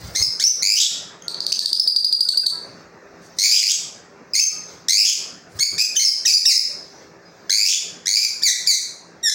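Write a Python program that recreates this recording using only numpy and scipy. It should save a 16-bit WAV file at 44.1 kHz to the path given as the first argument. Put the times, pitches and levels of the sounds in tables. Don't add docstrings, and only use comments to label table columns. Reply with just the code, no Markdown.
import sys
import numpy as np
from scipy import signal
from scipy.fft import rfft, irfft, next_fast_len
from scipy.io import wavfile
from scipy.ndimage import uniform_filter1d, minimum_filter1d, map_coordinates

SR = 44100
rng = np.random.default_rng(int(sys.argv[2]) if len(sys.argv) > 2 else 0)


def gain_from_decibels(decibels):
    exponent = np.asarray(decibels, float) / 20
    return 10 ** exponent


def pcm_store(signal):
    levels = np.round(np.clip(np.atleast_2d(signal), -1, 1) * 32767)
    wavfile.write(sys.argv[1], SR, levels.astype(np.int16).T)


N = 411894

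# start in seconds, length in seconds, first pitch in Hz, last pitch in Hz, effort in dB.
SCREECHES = [
    (.629, .116, 2230, 2380, -17),
    (3.52, .125, 2386, 2335, -17.5),
    (4.92, .103, 2164, 2558, -15),
    (7.503, .14, 2132, 2274, -15.5),
    (8.068, 0.11, 1968, 2370, -17),
]
RASPS = [
    (3.385, 0.15, 2020, 2420, -18),
    (3.645, 0.047, 2460, 2482, -22),
    (4.883, 0.032, 1876, 2130, -17),
    (8.168, 0.088, 2367, 2427, -15),
]
CLIMBS = [
    (.745, 0.049, 2427, 3220, -22.5),
    (5.02, 0.043, 2520, 2740, -25.5),
    (7.64, .042, 2380, 2730, -23.5),
]
SQUAWKS = [
    (.8, 0.04, 3420, 3524, -17),
    (3.51, 0.096, 3140, 3280, -23.5),
    (3.685, .04, 2903, 3287, -22.5),
    (5.047, 0.057, 3064, 3194, -15.5),
    (7.682, 0.068, 3203, 3207, -18.5),
]
CHIRPS = [
    (.159, .065, 2060, 2200, -20),
    (.415, 0.018, 2170, 2300, -22.5),
    (4.351, .045, 2127, 2345, -18.5),
    (5.783, 0.046, 2390, 2557, -13.5),
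    (5.994, 0.05, 2178, 2146, -16),
    (6.268, 0.049, 2646, 2248, -16),
    (9.295, 0.0094, 2090, 2060, -18.5),
]
FALLS = [
    (6.459, 0.07, 2850, 2030, -11),
    (8.433, 0.07, 2422, 1851, -17.5),
    (8.672, .082, 2381, 1910, -17),
]
SLIDES = [
    (.397, 0.017, 1513, 2170, -24),
    (1.221, 0.0061, 3100, 3330, -42.5),
    (1.52, 0.00786, 2150, 3620, -26.5),
    (4.341, 0.014, 2605, 2110, -20.5),
    (4.395, 0.0092, 2360, 2840, -15.5),
    (5.627, 0.0102, 2172, 2505, -12.5),
    (5.965, 0.033, 3156, 2993, -16.5),
    (6.258, 0.012, 3360, 2670, -19.5),
]
WHISTLES = [
    (.224, 0.029, 2675, 2420, -13.5),
    (.438, 0.03, 2620, 2818, -13.5),
    (4.334, 0.0093, 2430, 2600, -24.5),
    (6.048, 0.0561, 2720, 2447, -15),
    (6.336, 0.051, 2357, 2470, -15),
    (6.543, 0.042, 2475, 2550, -14),
]
PEEPS = [
    (.466, 0.021, 3050, 3000, -17.5),
    (4.405, 0.04, 3120, 3187, -11.5),
    (5.808, 0.052, 2910, 3120, -28.5),
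    (6.322, 0.02, 2955, 2946, -16),
]
# start in seconds, length in seconds, first pitch in Hz, effort in dB.
CATCHES = [(0.149, 0.011, 1820, -34), (0.622, .006, 2080, -30), (5.589, 0.011, 1640, -32),
           (5.779, 0.0056, 1740, -27), (5.952, 0.014, 1640, -23.5), (6.251, 0.0096, 1894, -24.5),
           (6.453, .007, 1820, -22), (7.495, 0.0062, 1680, -29.5), (8.057, 0.0075, 1650, -28),
           (8.418, 0.013, 1767, -31), (8.663, 0.0081, 1660, -31.5)]
CLEAR = [
    (5.598, .032, 2199, 2237, -17.5),
    (9.228, 0.063, 1960, 1722, -21.5),
]

SCREECH = dict(rattle_hz=108, depth=.86, rasp_db=-9, tilt_db=.8, hoarse=.36, low_db=-4,
               thin_db=-3, swell_db=1.5, attack_s=.004, bend=1.1, scoop=.04)
RASP = dict(rattle_hz=106.1, depth=0.508, rasp_db=-0.5, tilt_db=1.6, hoarse=0.445, low_db=-4,
            thin_db=-0.5, swell_db=7, attack_s=0.0032, bend=0.82, scoop=0.019)
CLIMB = dict(rattle_hz=109.7, depth=0.358, rasp_db=0.5, tilt_db=2.6, hoarse=0.578, low_db=4.4,
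             thin_db=-6.5, swell_db=17.5, attack_s=0.0071, bend=1.1, scoop=0.012)
SQUAWK = dict(rattle_hz=109, depth=.3, rasp_db=-6, tilt_db=1.2, hoarse=.95, low_db=3,
              thin_db=4, swell_db=-3, attack_s=.003, bend=.8, scoop=.03)
CHIRP = dict(rattle_hz=116.2, depth=0.356, rasp_db=0.5, tilt_db=1.24, hoarse=0.3, low_db=-1,
             thin_db=-4, swell_db=9, attack_s=0.0017, bend=0.83, scoop=0.023)
FALL = dict(rattle_hz=112.3, depth=0.18, rasp_db=-16, tilt_db=1.3, hoarse=0.41, low_db=-3,
            thin_db=6.5, swell_db=-9.5, attack_s=0.0013, bend=1.1, scoop=0.0082)
SLIDE = dict(rattle_hz=110, depth=.05, rasp_db=-14, tilt_db=.6, hoarse=.28, low_db=-3,
             thin_db=-9, swell_db=5, attack_s=.0012, bend=.9, scoop=.005)
WHISTLE = dict(rattle_hz=107.4, depth=0.38, rasp_db=-18, tilt_db=0, hoarse=0.33, low_db=-33,
               thin_db=-27, swell_db=-7, attack_s=0.0021, bend=0.737, scoop=0.014)
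PEEP = dict(rattle_hz=114, depth=.25, rasp_db=-9, tilt_db=-.6, hoarse=.1, low_db=-27,
            thin_db=-4, swell_db=1.5, attack_s=.003, bend=.9, scoop=.01)
CATCH = dict(rattle_hz=111, depth=0.13, rasp_db=-21, tilt_db=0.8, hoarse=0.49, low_db=1.5,
             thin_db=-14, swell_db=20, attack_s=0.00067, bend=2, scoop=0.0087)
SUNG = dict(rattle_hz=115, depth=.12, rasp_db=-12, tilt_db=.9, hoarse=.1, low_db=1.5,
            thin_db=1.5, swell_db=-1.5, attack_s=.012, bend=1.2, scoop=.04)


def shrieks():
    out = np.zeros(N + SR)
    catch_rise = 1.099
    catches = [(s, length, hz, catch_rise * hz, db) for s, length, hz, db in CATCHES]
    kinds = [(SCREECHES, SCREECH), (RASPS, RASP), (CLIMBS, CLIMB), (SQUAWKS, SQUAWK), (CHIRPS, CHIRP),
             (FALLS, FALL), (SLIDES, SLIDE), (WHISTLES, WHISTLE), (PEEPS, PEEP), (catches, CATCH), (CLEAR, SUNG)]
    for rows, manner in kinds:
        for s, *row in rows:
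            sound = note(*row, **manner)
            out[round(s * SR):][:len(sound)] += sound
    return out[:N]


def note(length, first_hz, last_hz, effort_db, rattle_hz, depth, rasp_db, tilt_db, hoarse, low_db,
         thin_db, swell_db, attack_s, bend, scoop):
    t = np.arange(0, length, 1 / SR)
    u = t / length
    slide_up = 1 - scoop * np.exp(-t / 0.014)
    pitch = (first_hz + (last_hz - first_hz) * u ** bend) * slide_up

    waver_db, waver_hz = 4, 28
    db = effort_db + swell_db * (u - .5) + waver_db * wobble(waver_hz, len(t))
    low_db = low_db + thin_db * (u - .5) + 0.93 * waver_db * wobble(waver_hz, len(t))

    slow_start = 1 - 0.194 * np.exp(-t / 0.0273)
    beat = np.cumsum(rattle_hz * slow_start * (1 + 0.036 * wobble(58.6, len(t)))) / SR
    which = (beat + .25).astype(int)
    pulse = np.sin(np.pi * ((beat + .25) % 1)) ** 7.3
    pulse = pulse * gain_from_decibels(2.5 * rng.standard_normal(64))[which]
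    slip = .03 * rng.standard_normal(64)[which]
    arch = 1 + depth * (slip + 0.043 * np.cos(2 * np.pi * (beat - .25)))
    chop = 1 - depth + 1.74 * depth * pulse

    hollow = 0.31 * np.minimum(low_db - 5.5, 0)
    orders = [low_db] + [tilt_db * k + hollow * (k % 2) for k in range(6)]
    voice = syrinx(pitch * arch, orders, hoarse)
    voice = voice + gain_from_decibels(rasp_db) * hoarse * rasp(len(t), narrow=2.1)
    edges = np.clip(t / attack_s, 0, 1) * np.clip((length - t) / .002, 0, 1)
    return gain_from_decibels(db + 1.5) * edges * chop * voice


# frequency in Hz, strength in dB.
THROAT = [(1200, -14), (2200, -13), (3300, -10), (4300, -3.5), (5200, 1), (6500, -2.5), (7800, -14),
          (9500, -22), (12000, -28), (14000, -31), (15500, -25)]


def syrinx(pitch_hz, order_db, hoarse):
    size = len(pitch_hz)
    jitter = (.06 + .06 * hoarse) * hoarse * wobble(700, size)
    phase = 2 * np.pi * np.cumsum(pitch_hz * (1 + jitter)) / SR
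    tone = np.zeros(size)
    for k, db in enumerate(order_db, 1):
        shake = gain_from_decibels(3.3 * hoarse * wobble(500, size))
        strength = gain_from_decibels(db + along(THROAT, k * pitch_hz)) * shake
        audible = k * pitch_hz < SR / 2.6
        tone += strength * audible * np.sin(k * phase + k * k)
    return tone


def rasp(size, narrow):
    m = 2 ** 13
    throat = gain_from_decibels(narrow * along(THROAT, np.fft.rfftfreq(m, 1 / SR)))
    return unit(irfft(rfft(rng.standard_normal(m)) * throat, m))[:size]


# start in seconds, peak level in dB, top pitch in Hz, octave level in dB.
TICKS = [
    (1.282, -9.5, 4600, -25.5),
    (1.3449, -11, 4610, -42),
    (1.405, -9.5, 4850, -31.5),
    (1.4663, -5, 4750, -25.5),
    (1.5268, -3, 4820, -27),
    (1.5924, -1, 4770, -26),
    (1.6594, -2, 4770, -25.5),
]
# start in seconds, peak level in dB, top pitch in Hz, octave level in dB,
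# length in seconds.
CHATTER = [
    (1.7306, 0.5, 4860, -26.5, 0.0047),
    (1.7973, -3, 5105, -26, 0.01),
    (1.8743, -3.5, 4750, -28, 0.021),
    (1.9624, -2.5, 4720, -28.5, 0.015),
    (2.045, -4.5, 4780, -28, 0.016),
    (2.1255, -4, 4715, -27.5, 0.016),
    (2.2065, -3.5, 4760, -25, 0.013),
    (2.288, -3, 4450, -26, 0.011),
    (2.373, -3.5, 4690, -25.5, 0.0166),
    (2.465, -3, 4450, -26.5, 0.012),
]


def chatter():
    out = np.zeros(N)
    tick_s = 0.0033
    for s, db, top_hz, octave_db, length in [(*row, tick_s) for row in TICKS] + CHATTER:
        t = np.arange(0, max(length, .002), 1 / SR)
        pitch = top_hz * (1.03 - 0.27 * np.exp(-t / (0.00075 + 0.085 * length)))
        swell = np.sin(np.pi * (t / t[-1]) ** .65) ** .8
        whistle = swell * syrinx(pitch, [0, octave_db + 26, octave_db + 26], 0.15)
        puff_db = -13 - 450 * length
        puff = gain_from_decibels(puff_db - 60 * t / .02) * np.clip(t / .0012, 0, 1) * rasp(len(t), narrow=1.2)
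        out[round((s - .0008) * SR):][:len(t)] += gain_from_decibels(db) * (whistle + puff)
    return out


# frequency in Hz, time to fade by 60 dB in seconds.
WALLS = [(1500, 0.61), (3000, 0.56), (5000, 0.52), (8000, 0.49), (15000, 0.34)]


def walls(x):
    hz, t, z = signal.stft(rng.standard_normal(SR), SR, nperseg=256)
    tail = signal.istft(z * gain_from_decibels(-60 * t / along(WALLS, hz)[:, None]), SR, nperseg=256)[1]
    t = np.arange(len(tail)) / SR
    tail = tail * (1 - np.exp(-t / .005))
    tail = tail * (1 + 0.56 * np.exp(-t / 0.074))
    tail = tail * (1 + 0.46 * np.exp(-((t - 0.032) / 0.01) ** 2))
    return signal.fftconvolve(np.pad(x, (130, 0)), tail / np.linalg.norm(tail))[:N]


# start in seconds, length in seconds, level in dB.
WINGS = [
    (.02, 0.1, -45.5),
    (.215, 0.036, -32.5),
    (5.57, 0.027, -47.5),
    (5.73, 0.016, -48),
]
# frequency in Hz, density in dB per Hz.
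FEATHERS = [(24, -35), (62, 0), (119, 2), (233, -12), (746, -15.5), (888, -15), (3300, -25), (4910, -18),
            (11700, -54), (15000, -24)]


def wings():
    t = np.arange(N) / SR
    level = bouts(WINGS, attack_s=.05, release_s=0.1)
    beats = gain_from_decibels(2 * np.sin(2 * np.pi * 22 * t) + 1.2 * wobble(48))
    return gain_from_decibels(8) * level * unit(beats * rush(FEATHERS, patchy_db=3.5))


# start in seconds, length in seconds, level in dB.
RUSTLE = [
    (.005, .14, -56.5),
    (3.23, 0.032, -62.5),
    (3.37, .012, -57),
    (5.5, 0.037, -65),
    (5.57, 0.019, -55),
]


def rustle():
    level = bouts(RUSTLE, attack_s=0.02, release_s=0.086)
    hiss = rush([(2500, -32.0), (4500, 2), (8000, -2.0), (15000, -20)], patchy_db=3)
    return level * gain_from_decibels(8.5 + 2.7 * wobble(81)) * hiss


# start in seconds, frequency in Hz, level in dB, time to fade by 60 dB in seconds.
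WIRES = [(.89, 1396, -46, 0.85), (.9, 1890, -46, 0.74), (1.241, 1390, -45.5, 1), (1.61, 1751, -41, 0.32),
         (2.25, 1450, -28, 0.084), (2.335, 1500, -20, 0.036), (2.335, 2840, -28, 0.045),
         (2.432, 1520, -17, 0.04), (2.43, 2630, -22, 0.033), (2.52, 974, -43, 0.56),
         (2.52, 1320, -38.5, 0.36), (2.53, 1634, -43.5, 0.5), (4.502, 1242, -45, 0.92),
         (2.62, 6150, -50, 0.54), (6.931, 5840, -48, 0.63), (7.25, 4980, -45, .35)]


def wires():
    out = np.zeros(N)
    t = np.arange(SR // 2) / SR
    for s, hz, db, t60 in WIRES:
        swell = 1 - np.exp(-t / 0.0081)
        out[round(s * SR):][:len(t)] += gain_from_decibels(db - 60 * t / t60) * swell * np.sin(2 * np.pi * hz * t)
    return out


# frequency in Hz, density in dB per Hz.
FAN = [(24, -43), (40, -18.5), (166, -2.5), (246, -2.5), (399, -6), (439, -2.5), (570, -2.5), (844, -8),
       (1720, -9), (2800, -20), (3500, -76), (4550, -48), (7700, -120)]
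# frequency in Hz, level in dB.
HUM = [(172.3, -59), (333.8, -61), (398.4, -56.5), (479.1, -71)]
# frequency in Hz, density in dB per Hz.
TWITTER = [(1760, -66), (3000, -16), (3620, -9), (4630, -5), (4900, -2.5), (6220, -4), (9940, -33),
           (11400, -38), (16000, -22)]
# start in seconds, length in seconds, level in dB.
BOUTS = [
    (.01, 0.16, -55),
    (2.62, .2, -61.5),
    (3.25, 0.14, -58.5),
    (4.7, 0.059, -47),
    (6.8, 0.24, -55),
    (7.36, 0.146, -62),
]


def background():
    t = np.arange(N) / SR
    hum = np.zeros(N)
    for hz, db in HUM:
        hum += gain_from_decibels(db + 48.5 + 3.54 * wobble(14)) * np.sin(2 * np.pi * hz * t + 0.64 * wobble(6))
    fan_db = -45.5 - 0.31 * t
    fan = gain_from_decibels(fan_db + 1.2 * wobble(21)) * (rush(FAN, patchy_db=2.5) + hum)
    twitter_level = gain_from_decibels(-60.5) + bouts(BOUTS, attack_s=0.17, release_s=0.13)
    return fan + twitter_level * rush(TWITTER, patchy_db=-3.0)


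def bouts(rows, attack_s, release_s, depth_db=24):
    t = np.arange(N) / SR
    gain = np.zeros(N)
    for s, length, db in rows:
        times = [s - attack_s, s, s + length, s + length + release_s]
        levels = [db - depth_db, db, db, db - depth_db]
        gain += gain_from_decibels(np.interp(t, times, levels, left=-120, right=-120))
    return gain


def rush(spectrum, patchy_db):
    z = signal.stft(rng.standard_normal(N + 512), nperseg=512)[2]
    field = uniform_filter1d(rng.standard_normal(z.shape), size=2, axis=0)
    field = uniform_filter1d(field, size=10, axis=1)
    x = signal.istft(z * gain_from_decibels(patchy_db * unit(field)), nperseg=512)[1][:N]
    return unit(filtered(x, lambda hz: gain_from_decibels(along(spectrum, hz))))


def unit(x):
    return x / np.sqrt(np.mean(x ** 2) + 1e-20)


def along(points, hz):
    f, v = np.transpose(points)
    return np.interp(np.log(hz + 1), np.log(f + 1), v)


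def wobble(rate, size=N):
    knots = rng.standard_normal(max(int(size * 4000 / SR) + 4, 750))
    return map_coordinates(knots, [np.arange(size) * rate / SR])


def filtered(x, response):
    m = next_fast_len(N + 8192)
    return irfft(rfft(x, m) * response(np.fft.rfftfreq(m, 1 / SR)), m)[:N]


def ducking(birds):
    lag = np.exp(-1 / (0.013 * SR))
    loud_db = 10 * np.log10(signal.lfilter([1 - lag], [1, -lag], birds ** 2) + 1e-12)
    duck_db = -26 / (1 + np.exp(-(loud_db + 14.5) / 3.6))
    slow = np.exp(-1 / (0.0033 * SR))
    return signal.lfilter([1 - slow], [1, -slow], duck_db)


def scene():
    calls = shrieks()
    ticks = filtered(chatter(), lambda hz: 1 / (1 + (3100 / (hz + 1)) ** 12))
    echo = walls(gain_from_decibels(-2) * calls + gain_from_decibels(-8.5) * ticks)
    birds = gain_from_decibels(7.0) * (calls + gain_from_decibels(-7.0) * ticks + echo)
    birds = filtered(birds, lambda hz: 1 / (1 + (1350 / (hz + 1)) ** 12))
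    duck_db = ducking(birds)
    room = wings() + rustle() + wires() + background()
    return (gain_from_decibels(0.34 * duck_db) * birds + gain_from_decibels(duck_db) * room)[None]


def low_pass(x):
    return signal.sosfilt(signal.butter(12, 17110, fs=SR, output="sos"), x)


def record(dry):
    need = np.minimum(1, (.52 / (abs(dry[0]) + 1e-9)) ** .75)
    gain = uniform_filter1d(minimum_filter1d(need, size=89), size=88)
    slow = np.exp(-1 / (0.026 * SR))
    gain = gain * np.exp(0.65 * signal.lfilter([1 - slow], [1, -slow], np.log(gain)))
    top_hz = 15850
    mix = filtered(gain * dry[0], lambda hz: (hz < top_hz) + gain_from_decibels(-52))
    return low_pass(mix[None])


dry = scene()
out = record(dry)
pcm_store(out)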